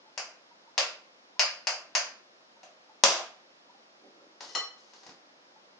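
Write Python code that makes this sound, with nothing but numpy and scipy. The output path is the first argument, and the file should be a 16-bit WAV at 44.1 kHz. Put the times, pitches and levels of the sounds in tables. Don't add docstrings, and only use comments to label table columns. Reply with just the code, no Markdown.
import sys
import numpy as np
from scipy import signal
from scipy.fft import rfft, irfft
from scipy.io import wavfile

SR = 44100
rng = np.random.default_rng(int(sys.argv[2]) if len(sys.argv) > 2 else 0)


def dump(signal):
    limited = np.clip(np.atleast_2d(signal).T, -1, 1)
    pcm = np.round(limited * 32767).astype(np.int16)
    wavfile.write(sys.argv[1], SR, pcm)


N = 255603


def amp(db):
    return 10 ** (np.asarray(db) / 20)


def unit_level(x):
    return x / np.sqrt(np.mean(x ** 2) + 1e-20)


def curve(points, hz):
    f, value = np.transpose(points)
    return np.interp(np.log(hz + 1), np.log(f + 1), value)


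def bump(hz, centre, width):
    return np.exp(-.5 * ((hz - centre) / width) ** 2)


def add(mix, start_s, sound):
    part = mix[:, round(start_s * SR):][:, :sound.shape[1]]
    part += sound[:, :part.shape[1]]


def bins(size):
    return np.fft.rfftfreq(size, 1 / SR)


def click(db):
    log_gain = np.log(amp(np.r_[db, db[-2:0:-1]]))
    return np.fft.ifft(np.exp(np.conj(signal.hilbert(log_gain)))).real


def noise_pair(likeness, size):
    a, b = rfft(rng.standard_normal((2, size)))
    return np.array([a, likeness * a + np.sqrt(1 - likeness ** 2) * b])


# delay in milliseconds, strength on the left, strength on the right.
ECHOES = [(0, .46, .42), (1.1, .32, .16), (2.1, .33, .19), (5.2, .29, .42), (8.9, .17, .15),
          (14.2, .12, .15), (18.1, .12, .16), (23, .11, .17), (28.4, .18, .13)]
# frequency in Hz, dB added on the left and taken from the right.
LEFT_LIFT = [(300, -3), (1100, -1), (2700, 4), (4800, 4), (7000, 3)]
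# frequency in Hz, level in dB.
TAIL_TONE = [(40, -19.5), (120, -12.5), (300, 5.5), (550, -2.5), (1100, -2), (2000, 1), (10000, 0)]
# frequency in Hz, seconds to fade by 60 dB.
TAIL_FADE = [(100, 0.21), (500, 0.42), (1500, 0.43), (3500, 0.39), (6000, 0.33), (10000, 0.31)]

def kitchen(x, near_db, tail_db, build_s=0.0031, mic_gap_m=0.074):
    size = SR // 2
    t, early = np.arange(size) / SR, np.zeros((2, size))
    lift_db = curve(LEFT_LIFT, bins(256))
    sides = np.array([click(lift_db), click(-lift_db)])
    for ms, left, right in ECHOES:
        add(early, ms / 1000, sides * [[left], [right]])
    likeness = np.sinc(2 * bins(size) * mic_gap_m / 343)
    wash = irfft(noise_pair(likeness, size), size)
    hz, age, spectra = signal.stft(wash, SR, nperseg=256)
    spectra *= amp(curve(TAIL_TONE, hz)[:, None] - 60 * age / curve(TAIL_FADE, hz)[:, None])
    tail = signal.istft(spectra, SR, nperseg=256)[1][:, :size]
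    tail = unit_level(tail * (1 - np.exp(-t / build_s))) / np.sqrt(size)
    return signal.fftconvolve(x[None], amp(near_db) * early + amp(tail_db) * tail, axes=1)


# frequency in Hz, level in dB.
HISS_TONE = [(18, -60.5), (30, -33.5), (81, -34), (199, -10), (280, -8), (308, -6.5), (403, -7.5),
             (433, -9.5), (513, -3.5), (919, -6), (1200, -6.5), (1290, -7.5), (2870, -12.5), (5400, -12.5),
             (9910, -42), (12900, -78), (21800, -120)]
# frequency in Hz, likeness from -1 to 1.
HISS_LIKENESS = [(60, 0.048), (120, 0.67), (250, 0.86), (520, 0.47), (1080, -0.3), (2230, -0.59),
                 (4590, -0.52), (9460, 0.68)]

def hiss(level_db=-59, waver_db=0.04):
    hz, t = bins(N), np.arange(N) / SR
    spectra = noise_pair(curve(HISS_LIKENESS, hz), N) * amp(curve(HISS_TONE, hz))
    air = unit_level(irfft(spectra, N))
    waver = sum(np.sin(2 * np.pi * (f * t + rng.random())) / np.sqrt(f) for f in np.geomspace(.7, 12, 20))
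    return air * amp(level_db - waver_db * unit_level(waver))


# start in seconds, level in dB, starting pitch in Hz.
BUBBLES = [(0.060, -46.5, 827), (0.511, -50.5, 910), (0.674, -48.5, 884), (1.362, -50, 960),
           (2.565, -53, 906), (2.893, -45.5, 832), (3.693, -49, 926), (3.745, -49.5, 787),
           (4.198, -51, 1338), (5.561, -46.5, 829)]

def plops(glide=1.946, swell_s=0.00541):
    out, t = np.zeros((2, N)), np.arange(SR // 16) / SR
    swell = t / swell_s * np.exp(1 - t / swell_s)
    for start, db, hz in BUBBLES:
        tone = swell * np.sin(2 * np.pi * hz * t * (1 + glide * t))
        add(out, start, amp(db) * kitchen(tone, near_db=-4, tail_db=-13.5))
    return out


def rub(strokes, tone, grain_db, attack_s, sag_db_per_s, release_s, slips_per_s=3000):
    t, gain = np.arange(N) / SR, np.zeros(N)
    for start, length, db in strokes:
        age = np.maximum(t - start, 0)
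        take_hold = np.minimum(age / attack_s, 1)
        let_go = np.exp(-np.maximum(age - length, 0) / release_s)
        gain += take_hold * amp(db - sag_db_per_s * age) * let_go
    slips = rng.standard_normal(N) * (rng.random(N) < slips_per_s / SR)
    slips *= amp(grain_db * np.minimum(rng.exponential(1, N), 4))
    friction = signal.oaconvolve(slips, click(curve(tone, bins(2048))))[:N]
    return kitchen(unit_level(friction) * gain, near_db=-0.5, tail_db=-3.5)[:, :N]


# start in seconds, length in seconds, level in dB.
SLEEVE_STROKES = [(4.0, 0.095, -57), (4.14, 0.11, -58.5), (5.05, 0.063, -69)]
# frequency in Hz, level in dB.
CLOTH_TONE = [(60, -45), (180, -7), (300, 9.5), (600, 5), (1300, -28), (3000, -25), (9000, -43)]

def sleeve():
    return rub(SLEEVE_STROKES, CLOTH_TONE, grain_db=7, attack_s=0.012, sag_db_per_s=41, release_s=0.025)


# start in seconds, length in seconds, level in dB.
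SLIDE_STROKES = [(4.412, 0.13, -50), (4.77, 0.28, -62.5), (4.94, 0.12, -64)]
# frequency in Hz, level in dB.
SCRAPE_TONE = [(30, -46), (130, -21), (400, 6), (900, -3), (2200, -8), (4500, 8), (6000, 6.5), (7500, -3.5),
               (10000, -20)]

def slides():
    return rub(SLIDE_STROKES, SCRAPE_TONE, grain_db=3.5, attack_s=0.008, sag_db_per_s=34, release_s=0.02)


def crunch(decay_s, size=1024):
    age = np.arange(size) / SR / decay_s
    burst = np.diff(rng.standard_normal(size + 1)) * (.3 + age) * np.exp(-age)
    burst[0] += 1
    for _ in range(3):
        spectrum = rfft(burst * np.exp(-age / 10))
        burst = irfft(spectrum / (abs(spectrum) + 1e-12))
    return burst


def ring(notes, bass_cut_hz=400):
    t = np.arange(SR // 2) / SR
    swing = sum((-1) ** k * amp(db - 60 * t / fade_s) * np.sin(2 * np.pi * hz * t)
                for k, (hz, db, fade_s) in enumerate(notes))
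    return signal.sosfilt(signal.butter(2, bass_cut_hz, "highpass", fs=SR, output="sos"), swing)


# start in seconds, click in dB, ring in dB, bass boost in dB.
BOARD_TOUCHES = [(4.4069, 4.5, -73, -7.5), (4.440, -3, -68, 4), (4.490, -14, -47.5, 14),
                 (4.5502, 11.5, -21.5, -9.5), (4.5576, 5, -44, -4.5), (4.9353, -8, -68, -6),
                 (5.033, -9, -78, -10), (5.0648, -3.5, -71, 9.5), (5.0921, -6, -76, 13.5)]
# frequency in Hz, level in dB.
TOUCH_TONE = [(40, -26.5), (160, -10), (400, -4), (720, 4), (1300, -2), (2300, -7.5), (3500, -8.5),
              (4700, -1.5), (6500, -7), (8700, -23), (10000, -52)]
BLADE_PITCHES = [500, 781, 1125, 1238, 1981, 2965, 3008, 4188, 5535, 7066, 8931]
# level in dB, seconds to fade by 60 dB.
BLADE_RING = [(-9, 0.24), (-13.5, 0.19), (-7, 0.13), (2, 0.073), (-1, 0.088), (-25, 0.03), (5, 0.1),
              (5, 0.12), (3.5, 0.085), (-3.5, 0.039), (-16.5, 0.052)]

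def touches(thump_hz=100, thump_width_hz=216):
    out, hz = np.zeros((2, N)), bins(4096)
    blade = ring([(pitch, *note) for pitch, note in zip(BLADE_PITCHES, BLADE_RING)])
    for start, click_db, ring_db, thump_db in BOARD_TOUCHES:
        pulse = click(curve(TOUCH_TONE, hz) + thump_db * bump(hz, thump_hz, thump_width_hz))
        body = amp(ring_db) * blade
        body[:len(pulse)] += amp(click_db) * pulse
        touch = np.convolve(body, crunch(decay_s=0.0012))
        add(out, start, kitchen(touch, near_db=-9, tail_db=-8.5))
    return out


# start in seconds, level in dB, hardness from 0 to 1, thud boost in dB,
# thud pitch in Hz, then a boost in dB for each of the four CLACK_BANDS.
KNIFE_KNOCKS = [(0.1771, 11, 0.31, 2.8, 820, -1, -5.5, 0.5, 1.5),
                (0.7790, 19.5, 0.15, 8.2, 450, 0.5, 8, 2, 1), (1.3947, 20.5, 0, 1.4, 676, 1, 2.5, 5, 2.5),
                (1.6704, 17, 0.073, 3.7, 730, -1.5, -2, 2.5, 1),
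                (1.9512, 20, 0.0017, 0.57, 790, -3, 1, 0.5, 6.5),
                (2.632, -9.5, 0, 16.6, 661, -2.5, 5, -8, 3.5),
                (3.037, 34, 0.67, 1.03, 677, -3, 3.5, -0.5, 1)]
# centre in Hz, width in Hz.
CLACK_BANDS = [(2650, 550), (3700, 400), (4950, 470), (6350, 310)]
# frequency in Hz, level in dB.
LIGHT_TONE = [(30, -41.5), (150, -31), (370, -27.5), (550, 3), (900, 0), (1100, 3), (2000, 0.5), (2750, 4),
              (3600, -9.5), (4900, 3.5), (5800, -2), (6800, -4), (8700, -16.5), (10000, -32.5)]
HARD_TONE = [(30, -20.5), (90, -25), (180, -6), (380, -4), (640, 8.5), (1050, -0.5), (1800, -10),
             (2600, -3), (3500, -3), (4200, -9), (5700, 2.5), (7300, -5), (8700, -15.5), (10000, -32.5)]
# pitch in Hz, level in dB, seconds to fade by 60 dB.
KNOCK_NOTES = [(562.7, -48, 0.17), (610, -54, 0.24), (786, -53, .12), (900, -54.5, 0.17),
               (1218, -53.5, 0.17), (1370, -56, 0.29), (1626, -57.5, 0.2086), (2030, -55.5, .1),
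               (2670, -45.5, .02), (2869, -43.5, 0.077), (4400, -44, 0.047), (4515, -37.5, 0.038),
               (4920, -47.5, 0.13), (4980, -50, 0.24), (5010, -52, 0.17), (6210, -44, 0.091)]
COUNTER_NOTES = [(358.7, -56.5, 0.25), (617, -50, 0.3), (748, -50.5, 0.17), (934, -52, 0.2),
                 (1090, -53.5, 0.2)]

def knocks(bite_s=0.00075, thud_width_hz=110):
    out, hz = np.zeros((2, N)), bins(4096)
    for start, db, hardness, thud_db, thud_hz, *boosts_db in KNIFE_KNOCKS:
        pulse = click((1 - hardness) * curve(LIGHT_TONE, hz) + hardness * curve(HARD_TONE, hz))
        body = ring(KNOCK_NOTES) * (1 - .5 * hardness) + hardness * ring(COUNTER_NOTES)
        body[:len(pulse)] += pulse
        spot_db = sum(boost * bump(hz, *band) for boost, band in zip(boosts_db, CLACK_BANDS))
        spot_db += thud_db * bump(hz, thud_hz, thud_width_hz)
        blow = np.convolve(click(spot_db), crunch(bite_s))
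        knock = signal.fftconvolve(body, blow)
        add(out, start, amp(db) * kitchen(knock, near_db=-9, tail_db=-8))
    return out


def scene():
    return knocks() + touches() + slides() + sleeve() + plops() + hiss()


def gain_control(x, threshold_db=-17.5, strength=0.73, recovery_db_per_s=62):
    power = signal.lfilter([.01], [1, -.99], (x ** 2).mean(0))
    power_db = 10 * np.log10(power + 1e-12)
    fall_db = np.arange(N) * recovery_db_per_s / SR
    peak_db = np.maximum.accumulate(power_db + fall_db) - fall_db
    excess_db = np.maximum(peak_db - threshold_db, 0)
    smooth_excess_db = signal.lfilter([.008], [1, -.992], excess_db)
    return x / amp(strength * smooth_excess_db)


def record(dry, notch_hz=8030, notch_width_hz=210, notch_db=-22, ceiling=0.77, top_hz=9980):
    notch = click(notch_db * bump(bins(2048), notch_hz, notch_width_hz))
    heard = gain_control(signal.oaconvolve(dry, notch[None], axes=1)[:, :N])
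    rounded = heard / (1 + (heard / ceiling) ** 6) ** (1 / 6)
    treble_cut = signal.firwin(301, top_hz, window=("kaiser", 8), fs=SR)
    return signal.oaconvolve(rounded, treble_cut[None], "same")


dry = scene()
out = record(dry)
dump(out)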